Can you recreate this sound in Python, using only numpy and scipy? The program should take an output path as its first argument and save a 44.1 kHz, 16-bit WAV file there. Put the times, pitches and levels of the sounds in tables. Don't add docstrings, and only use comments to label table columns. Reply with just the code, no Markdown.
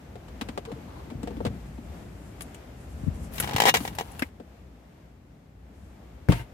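import sys
import numpy as np
from scipy import signal
from scipy.fft import rfft, irfft, next_fast_len
from scipy.io import wavfile
from scipy.ndimage import map_coordinates

SR = 44100
rng = np.random.default_rng(int(sys.argv[2]) if len(sys.argv) > 2 else 0)


def output_pcm(signal):
    pcm = np.clip(np.atleast_2d(signal).T, -1, 1) * 32767
    wavfile.write(sys.argv[1], SR, np.round(pcm).astype(np.int16))


N = 287973
TIME = np.arange(N) / SR
HIT_TIME = np.arange(SR // 3) / SR
SIDES = np.array([[1], [-1]]) / 2


def amp(db):
    return 10 ** (np.asarray(db) / 20)


def unit(x):
    return x / np.sqrt(np.mean(x ** 2) + 1e-20)


def burst(x):
    return unit(x) * np.sqrt(.01 * SR / x.shape[-1])


def along(points, hz):
    pitches, values = np.transpose(points)
    return np.interp(np.log(hz + 1), np.log(pitches + 1), values)


def centred(shape, hz):
    return [(multiple * hz, db) for multiple, db in shape]


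def wobble(per_s):
    return map_coordinates(rng.standard_normal(200), [TIME * per_s], mode="wrap")


def strokes(rows, rise_s, fall_s):
    start, end, *levels = np.transpose(rows)[:, :, None]
    shape = np.clip(np.minimum((TIME - start) / rise_s, (end - TIME) / fall_s) + 1, 0, 1)
    return [np.max(amp(db) * shape, axis=0) for db in levels]


def filtered(x, response):
    size = x.shape[-1]
    padded = next_fast_len(size + 4096)
    hz = np.fft.rfftfreq(padded, 1 / SR)
    return irfft(rfft(x, padded) * response(hz), padded)[..., :size]


def high_pass(x, hz):
    return signal.sosfilt(signal.butter(4, hz, "high", fs=SR, output="sos"), x)


def add(track, start_s, sound):
    start = round(start_s * SR)
    part = track[:, start:start + sound.shape[-1]]
    part += sound[..., :part.shape[-1]]


# pitch_hz, likeness (1 is the same)
LIKENESS = [(50, 0.99), (250, 0.97), (700, 0.19), (2000, 0.05), (6000, 0.013)]
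def noise(tone, size=N):
    def response(hz):
        spread = np.arccos(np.clip(along(LIKENESS, hz), -1, 1)) / 2
        return amp(along(tone, hz)) * [np.cos(spread), np.sin(spread)]
    mid, side = filtered(rng.standard_normal((2, size)), response)
    return unit(np.array([mid + side, mid - side]))


def ring(notes, vary_db, attack_s, swell=False):
    hz, width, db = np.transpose(notes)[:, :, None]
    strength = width * amp(db + vary_db * rng.standard_normal(hz.shape))
    sign = (-1) ** (swell * np.arange(len(hz))[:, None])
    phase = rng.standard_normal((2, *hz.shape)) * np.minimum(0.24 + hz / 6000, 2)
    decay = np.exp(-np.pi * width * HIT_TIME)
    waves = sign * strength * decay * np.sin(2 * np.pi * hz * HIT_TIME + phase)
    return burst(waves.sum(1) * (1 - np.exp(-HIT_TIME / attack_s)))


# pitch_hz, fade_s
BOX_ECHO = [(200, 0.094), (1500, 0.059), (5000, 0.062), (14000, 0.063)]
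def crack(tone, echo_db, linger=1.0, uneven_db=3):
    size = len(HIT_TIME)
    gains = amp(along(tone, np.fft.rfftfreq(2 * size, 1 / SR)))
    cepstrum = irfft(np.log(gains))[:size]
    pulse = irfft(np.exp(rfft(2 * cepstrum * np.sign(HIT_TIME), 2 * size)))[:size]
    hz, age, bands = signal.stft(noise(tone, size), SR, nperseg=256)
    colour_db = uneven_db * rng.standard_normal((len(hz), 1))
    fade_db = 60 * age / (linger * along(BOX_ECHO, hz)[:, None])
    echoes = signal.istft(bands * amp(colour_db - fade_db), nperseg=256)[1]
    return burst(burst(pulse) + amp(echo_db) * burst(echoes[:, :size]))


def grains(per_s, spread):
    hits = rng.random(N) < per_s / SR
    sizes = np.exp(np.clip(spread * rng.standard_normal(N), -3, 3))
    return unit(hits * sizes * rng.standard_normal((2, N)))


def scrape(notes, per_s):
    hits = grains(per_s, spread=0.19)
    ringing = ring(notes, vary_db=8.5, attack_s=.0002)
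    return unit(signal.fftconvolve(hits, ringing, axes=1)[:, :N])


# pitch_hz, level_db
RUMBLE_TONE = [(20, -28.5), (32, -15.5), (45, -4.5), (60, 7.5), (72, 2.5), (92, -1), (145, -14),
               (225, -8.5), (330, -25.5), (600, -31), (900, -62)]
MURMUR_TONE = [(60, -18), (115, 1), (170, -0.5), (280, -6.5), (450, -18), (900, -28), (2000, -61.5)]
AIR_TONE = [(150, -24), (260, -7.5), (476, -10.5), (680, -10), (1000, -17.5), (2130, -22), (4050, -30.5),
            (7400, -34.5), (10000, -39), (12300, -38.5), (14500, -35.5), (15000, -63.5)]
# time_s, level_db
BACKGROUND_LEVEL = [
    [(0.0, -60.5), (0.55, -58.5), (2.78, -60.5), (3.3, -57)],
    [(4.3, -65), (4.842, -68), (5.548, -68), (6.25, -63.5)],
]
def engine_and_air():
    times, levels = np.vstack(BACKGROUND_LEVEL).T
    level_db = np.interp(TIME, times, levels)
    rumble = amp(-48.5 + 0.59 * wobble(6.5)) * noise(RUMBLE_TONE)
    drone = amp(-52.5 + 1.9 * wobble(14.0)) * noise(MURMUR_TONE)
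    air = amp(level_db + 9 + 1.1 * wobble(7.7)) * noise(AIR_TONE)
    drift_db = 0.67 * (level_db - level_db.mean())
    return (rumble + drone) * amp(drift_db + SIDES * 1.8) + air * amp(SIDES * 2.5)


# pitch_hz, width_hz, level_db
WALL_NOTES = [(407, 60, 1), (474, 36, 0.5), (546, 94, 2.5), (708, 48, -2), (800, 160, -8),
              (1140, 250, -16.5)]
HOLLOW_NOTES = [(174.4, 90, -9), (238.3, 37, 3), (290, 40, -1.5)]
# pitch_hz, level_db
CLICK_TONE = [(300, -25.5), (900, 2), (1400, -4.5), (2100, -4), (3000, -4.5), (4300, -9), (6000, -17),
              (8000, -15.5), (12000, -26.5), (16000, -31)]
# start_s, thud_db, wall_db, click_db
KNOCK_HITS = [(0.156, -42, -39, -52.5), (0.283, -48, -51, -52), (0.412, -25.5, -41, -32.5),
              (0.487, -30.5, -38, -39.5), (0.576, -35, -27.5, -37.5), (0.652, -58, -64, -43.5),
              (0.717, -28.5, -36.5, -47), (1.102, -50, -53, -48), (1.115, -30, -40.5, -57),
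              (1.231, -25.5, -35, -46.5), (1.274, -36, -30.5, -44), (1.307, -31.5, -37.5, -53),
              (1.368, -28.5, -43, -51.5), (1.405, -29, -28, -56), (1.451, -23, -24, -36.5),
              (1.465, -45, -28.5, -37.5), (1.78, -34.5, -46.5, -59), (3.804, -25, -44, -41.5),
              (4.400, -38.5, -39, -57), (6.293, -25.5, -22.5, -48.5), (6.3213, -32, -29.5, -28.5)]
def knocks():
    out = np.zeros((2, N))
    settle_s = .0045
    for start, thud_db, wall_db, click_db in KNOCK_HITS:
        for delay, wall_change_db, click_change_db in [(0, 0, 0), (settle_s, 0.5, -8.5)]:
            wall = amp(wall_db + wall_change_db - 4) * ring(WALL_NOTES, vary_db=6, attack_s=.0011)
            click = amp(click_db + click_change_db) * crack(CLICK_TONE, echo_db=12.5, uneven_db=-0.5)
            add(out, start + delay, wall + click)
        thud = ring(HOLLOW_NOTES, vary_db=-1, attack_s=.0013, swell=True)
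        add(out, start + settle_s / 2, amp(thud_db - 4) * thud)
    return out


# start_s, end_s, murmur_db, rumble_db
BOX_SHIFTS = [(0.45, 1.1, -48, -52.5), (1.2, 1.52, -41, -40.5), (1.65, 2.2, -50.5, -45),
              (2.97, 3.3, -46.5, -38.5), (3.45, 3.9, -42.5, -50.5), (3.95, 4.2, -52.5, -47),
              (5.76, 5.86, -78.5, -51)]
def handling():
    murmur, rumble = strokes(BOX_SHIFTS, rise_s=0.15, fall_s=0.14)
    return amp(1.2 * wobble(5.6)) * (murmur * noise(MURMUR_TONE) + rumble * noise(RUMBLE_TONE))


# pitch_hz, width_hz, level_db
HINGE_NOTES = [(970, 220, 5), (2220, 1800, -15), (4020, 830, -3), (7600, 700, -23.5), (10400, 180, -8)]
# start_s, end_s, level_db
HINGE_RUBS = [(.69, .73, -54), (.89, 1.0, -53)]
# start_s, length_s, pitch_hz, level_db
HINGE_GROANS = [(0.671, 0.032, 455, -40), (0.702, 0.015, 465, -37.5), (.755, 0.037, 452, -49)]
def hinge():
    swing, = strokes(HINGE_RUBS, rise_s=0.028, fall_s=0.071)
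    out = swing * scrape(HINGE_NOTES, per_s=1500)
    for start, length, hz, db in HINGE_GROANS:
        swell = np.sin(np.pi * np.minimum(HIT_TIME / length, 1))
        add(out, start, amp(db + 5.5) * swell * np.sin(2 * np.pi * hz * HIT_TIME))
    return out


# pitch_hz, width_hz, level_db
BOX_NOTES = [(88, 35, -2.5), (130, 45, 2.5), (192, 160, -2), (270, 100, -5.5)]
# start_s, level_db, left_louder_db
BUMP_HITS = [(0.731, -25, 0), (1.148, -26.5, -1), (1.464, -16.5, 3), (1.499, -22, 1), (3.032, -22.5, 6.5),
             (3.064, -27.5, 28), (3.076, -14, 14), (3.384, -31, 6), (3.426, -22.5, 1), (3.542, -14, -1.5)]
def bumps():
    out = np.zeros((2, N))
    for start, db, left_db in BUMP_HITS:
        boom = ring(BOX_NOTES, vary_db=1.5, attack_s=.00165, swell=True)
        add(out, start, amp(db - 9 + SIDES * left_db) * boom)
    return out


# pitch_hz, level_db
CRACKLE_TONE = [(300, 3), (1000, 1.5), (2800, 2.5), (6000, -11), (11000, -9), (15000, -17)]
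# pitch_multiple, level_db
TICK_SHAPE = [(.2, -32), (.62, -12), (.82, -8.5), (1, -1.5), (1.18, -11), (1.4, -24.5)]
# start_s, crackle_db, tick_db, pitch_hz, left_louder_db
WRAP_TICKS = [(1.232, -54, -47.5, 7700, 11), (2.4085, -34, -41, 9800, 8), (2.4207, -59, -36.5, 9950, 9),
              (2.5459, -43, -44.5, 8100, 3), (3.337, -44.5, -42, 12500, 8), (3.36, -48, -40, 12800, 4),
              (3.4007, -23.5, -17.5, 11300, 0.5), (3.9517, -46, -39.5, 12360, -4),
              (4.1185, -63, -45, 10200, 2), (4.1939, -31, -34.5, 11000, -3)]
def wrap_ticks():
    out = np.zeros((2, N))
    for start, crackle_db, tick_db, hz, left_db in WRAP_TICKS:
        add(out, start, amp(crackle_db - 4.5) * crack(CRACKLE_TONE, echo_db=9.5))
        tick = crack(centred(TICK_SHAPE, hz), echo_db=4.5, linger=0.96)
        add(out, start, amp(tick_db - 6.5 + SIDES * left_db) * tick)
    return out


# pitch_hz, level_db
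BRUSH_TONE = [(1500, 0), (4000, -10), (7500, 4), (11000, -2), (14500, -13), (15500, -33)]
# start_s, end_s, level_db
GLOVE_STROKES = [(1.58, 1.85, -68), (1.97, 2.55, -67), (2.82, 3.05, -64), (3.19, 3.25, -57.5),
                 (5.8, 5.9, -71)]
def glove():
    brush, = strokes(GLOVE_STROKES, rise_s=0.1, fall_s=0.066)
    return brush * amp(2 * wobble(25)) * noise(BRUSH_TONE)


# pitch_hz, width_hz, level_db
TRAY_NOTES = [(248, 52, -10.5), (463, 27, -2), (557, 44, -6.5), (720, 25, -8), (792, 69, -1.5),
              (829, 110, 1.5), (920, 36, -6.5), (960, 18, -11.5), (958, 35, -7.5)]
# pitch_hz, level_db
RUSTLE_TONE = [(290, -34), (500, -3.5), (773, -4), (1000, -8), (1190, -12), (1640, -8), (2650, -10),
               (4400, -13), (12700, -10), (16000, -18.5)]
# start_s, end_s, rub_db, rustle_db
TRAY_SLIDES = [(3.365, 3.45, -48.5, -48.5), (3.49, 3.65, -32.5, -60.5), (3.78, 3.85, -45, -48),
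               (3.9, 4.23, -48, -62)]
def tray_sliding():
    rub, rustle = strokes(TRAY_SLIDES, rise_s=0.059, fall_s=0.079)
    grit = unit(filtered(grains(per_s=1000, spread=0.6), lambda hz: amp(along(CLICK_TONE, hz))))
    crinkle = unit(filtered(grains(per_s=1600, spread=0.35), lambda hz: amp(along(RUSTLE_TONE, hz))))
    rubbing = 0.46 * scrape(TRAY_NOTES, per_s=1500) + .4 * grit
    rustling = 0.97 * crinkle + 1.5 * noise(RUSTLE_TONE)
    return rub * rubbing + rustle * rustling


# pitch_hz, width_hz, level_db
WRAP_NOTES = [(1694, 62, -0.5), (1680, 24, -7), (1890, 56, 3.5), (2018, 36, -0.5), (2260, 51, 1.5),
              (2506, 47, -7), (2883, 24, 6), (3210, 70, -1.5), (3670, 25, -2), (3724, 70, -5.5),
              (3990, 35, -3.5), (4104, 60, -10), (4370, 70, -10), (5030, 60, -9), (5330, 61, -4),
              (6300, 60, -9.5), (7790, 260, -12.5)]
# pitch_hz, level_db
SNAP_TONE = [(200, -19.5), (700, -5), (1000, 2), (1350, -4), (1900, -2), (3200, -0.5), (4800, -8),
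             (6500, -6.5), (9000, -13.5), (12000, -11.5), (16000, -17)]
def slip(ring_db, snap_db):
    body = amp(ring_db - 0.86) * ring(TRAY_NOTES, vary_db=3, attack_s=.0002)
    wrap = amp(snap_db - 4) * ring(WRAP_NOTES, vary_db=1.5, attack_s=.00036)
    snap = amp(snap_db - 3) * crack(SNAP_TONE, echo_db=11.5, linger=0.89, uneven_db=-3.5)
    return high_pass(body, hz=170) + wrap + snap


# start_s, length_s, slip_count, speed_up (below 0 slows down),
# ring_db, ring_growth_db, snap_db, snap_growth_db
TRAY_PULLS = [(3.381, 0, 1, 0, -48.5, 0, -31, 2), (3.425, .018, 3, 0, -37, 4, -31, -4.5),
              (3.474, .059, 4, -.25, -36.5, 3.5, -37, 0), (3.562, .092, 6, .1, -26.5, 11.5, -23, 3.5),
              (3.66, .035, 9, .3, -22.5, -0.5, -21.5, 2), (3.74, .017, 5, 0, -23.5, -8, -20, -6),
              (3.769, 0, 1, 0, -33, 0, -23.5, 0), (3.851, .025, 2, 0, -28.5, -4.5, -34, 1.5),
              (3.985, .024, 3, 0, -33.5, 9.5, -33, 1)]
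def tray_squawks():
    out = np.zeros((2, N))
    delay_s = 0.0007
    for start, length, count, speed_up, ring_db, ring_growth_db, snap_db, snap_growth_db in TRAY_PULLS:
        steps = np.linspace(0, 1, round(count))
        for progress, (jitter, size) in zip(steps, rng.standard_normal((12, 2))):
            place = progress + progress * (1 - progress) * speed_up
            place += (0 < progress < 1) * .05 * jitter / count
            sound = slip(ring_db + progress * ring_growth_db, snap_db + progress * snap_growth_db)
            add(out, start + place * length + delay_s, amp(2.3 * size) * sound)
    return out


# pitch_hz, width_hz, level_db
RIM_NOTES = [(257, 54, 5), (337, 68, -5)]
# pitch_multiple, level_db
CLACK_SHAPE = [(.15, -7), (.42, -10.5), (.62, -13), (.85, -3.5), (1.1, -0.5), (1.5, -9), (2.5, -23),
               (4.5, -25.5), (8, -28)]
# start_s, thud_db, clack_db, pitch_hz
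RIM_HITS = [(4.222, -24.5, -25.5, 1990), (6.2872, -16, -31, 1470)]
def rim_clacks():
    out = np.zeros((2, N))
    for start, thud_db, clack_db, hz in RIM_HITS:
        thud = ring(RIM_NOTES, vary_db=1, attack_s=.0005, swell=True)
        clack = crack(centred(CLACK_SHAPE, hz), echo_db=9, linger=0.78, uneven_db=-3)
        add(out, start, amp(thud_db) * thud + amp(clack_db) * clack)
    return out


# pitch_hz, width_hz, level_db
SLAM_NOTES = [(55, 8, 5.5), (116.3, 42, 1.5), (173, 18.6, 4.5), (237, 82, -3.5), (303, 24, -1.5),
              (472, 26, -19)]
LOOSE_NOTES = [(695, 28, -4), (910, 33, 9), (1214, 28, 3), (1410, 30, -6), (1543, 78, 8), (2100, 46, -7.5),
               (2790, 42, -16)]
# pitch_hz, level_db
SHUDDER_TONE = [(30, -26), (55, 18), (80, -19), (125, 7.5), (200, -18), (400, -12.5), (900, -43)]
# start_s, level_db
LID_LANDING = [(6.2867, -6)]
def lid_slam():
    out = np.zeros((2, N))
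    (start, db), = LID_LANDING
    add(out, start, amp(db - .5) * ring(SLAM_NOTES, vary_db=.7, attack_s=.0008, swell=True))
    rise_s, shake_s = 0.02, 0.13
    sag_db_per_s, stop_db_per_s, fizz_db_per_s = 71, 395, 37
    age = np.maximum(TIME - start, 0)
    fade_db = sag_db_per_s * age + stop_db_per_s * np.maximum(age - shake_s, 0)
    shake = np.minimum(age / rise_s, 1) * amp(-31 - fade_db)
    rattle = amp(-7) * scrape(LOOSE_NOTES, per_s=700)
    fizz = amp(-4 - fizz_db_per_s * age) * noise(CRACKLE_TONE)
    shudder = amp(7) * noise(SHUDDER_TONE)
    return out + shake * (rattle + fizz + shudder)


# pitch_hz, left_louder_db
LEFT_BOOST = [(100, 2.5), (400, 4.5), (750, 1.5), (1300, 10), (2400, 3.5), (5500, -2), (12000, 5.5)]
def from_left(x, lead):
    return filtered(x, lambda hz: amp(SIDES * along(LEFT_BOOST, hz)) * np.exp(1j * SIDES * lead(hz)))


# pitch_hz, left_lead_radians
THROUGH_WALLS = [(100, .2), (450, .3), (800, 1.53), (1200, 2.5), (1750, 3.8), (2250, 6.1), (2600, 9.2),
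                 (4000, 8.1), (5300, 17.5), (9000, 28)]
def scene():
    left_lead_s = 0.0002806
    outside = knocks() + bumps() + rim_clacks() + handling() + hinge()
    outside = outside + glove() + wrap_ticks() + lid_slam()
    outside = from_left(outside, lambda hz: 2 * np.pi * hz * left_lead_s)
    inside = from_left(tray_squawks() + tray_sliding(), lambda hz: along(THROUGH_WALLS, hz))
    return outside + inside + engine_and_air()


def record(dry):
    ceiling, top_hz = .92, 15900
    lean = high_pass(dry, hz=41)
    rounded = lean / (1 + np.abs(lean / ceiling) ** 6) ** (1 / 6)
    return filtered(rounded, lambda hz: 1 / (1 + (hz / top_hz) ** 120))


dry = scene()
out = record(dry)
output_pcm(out)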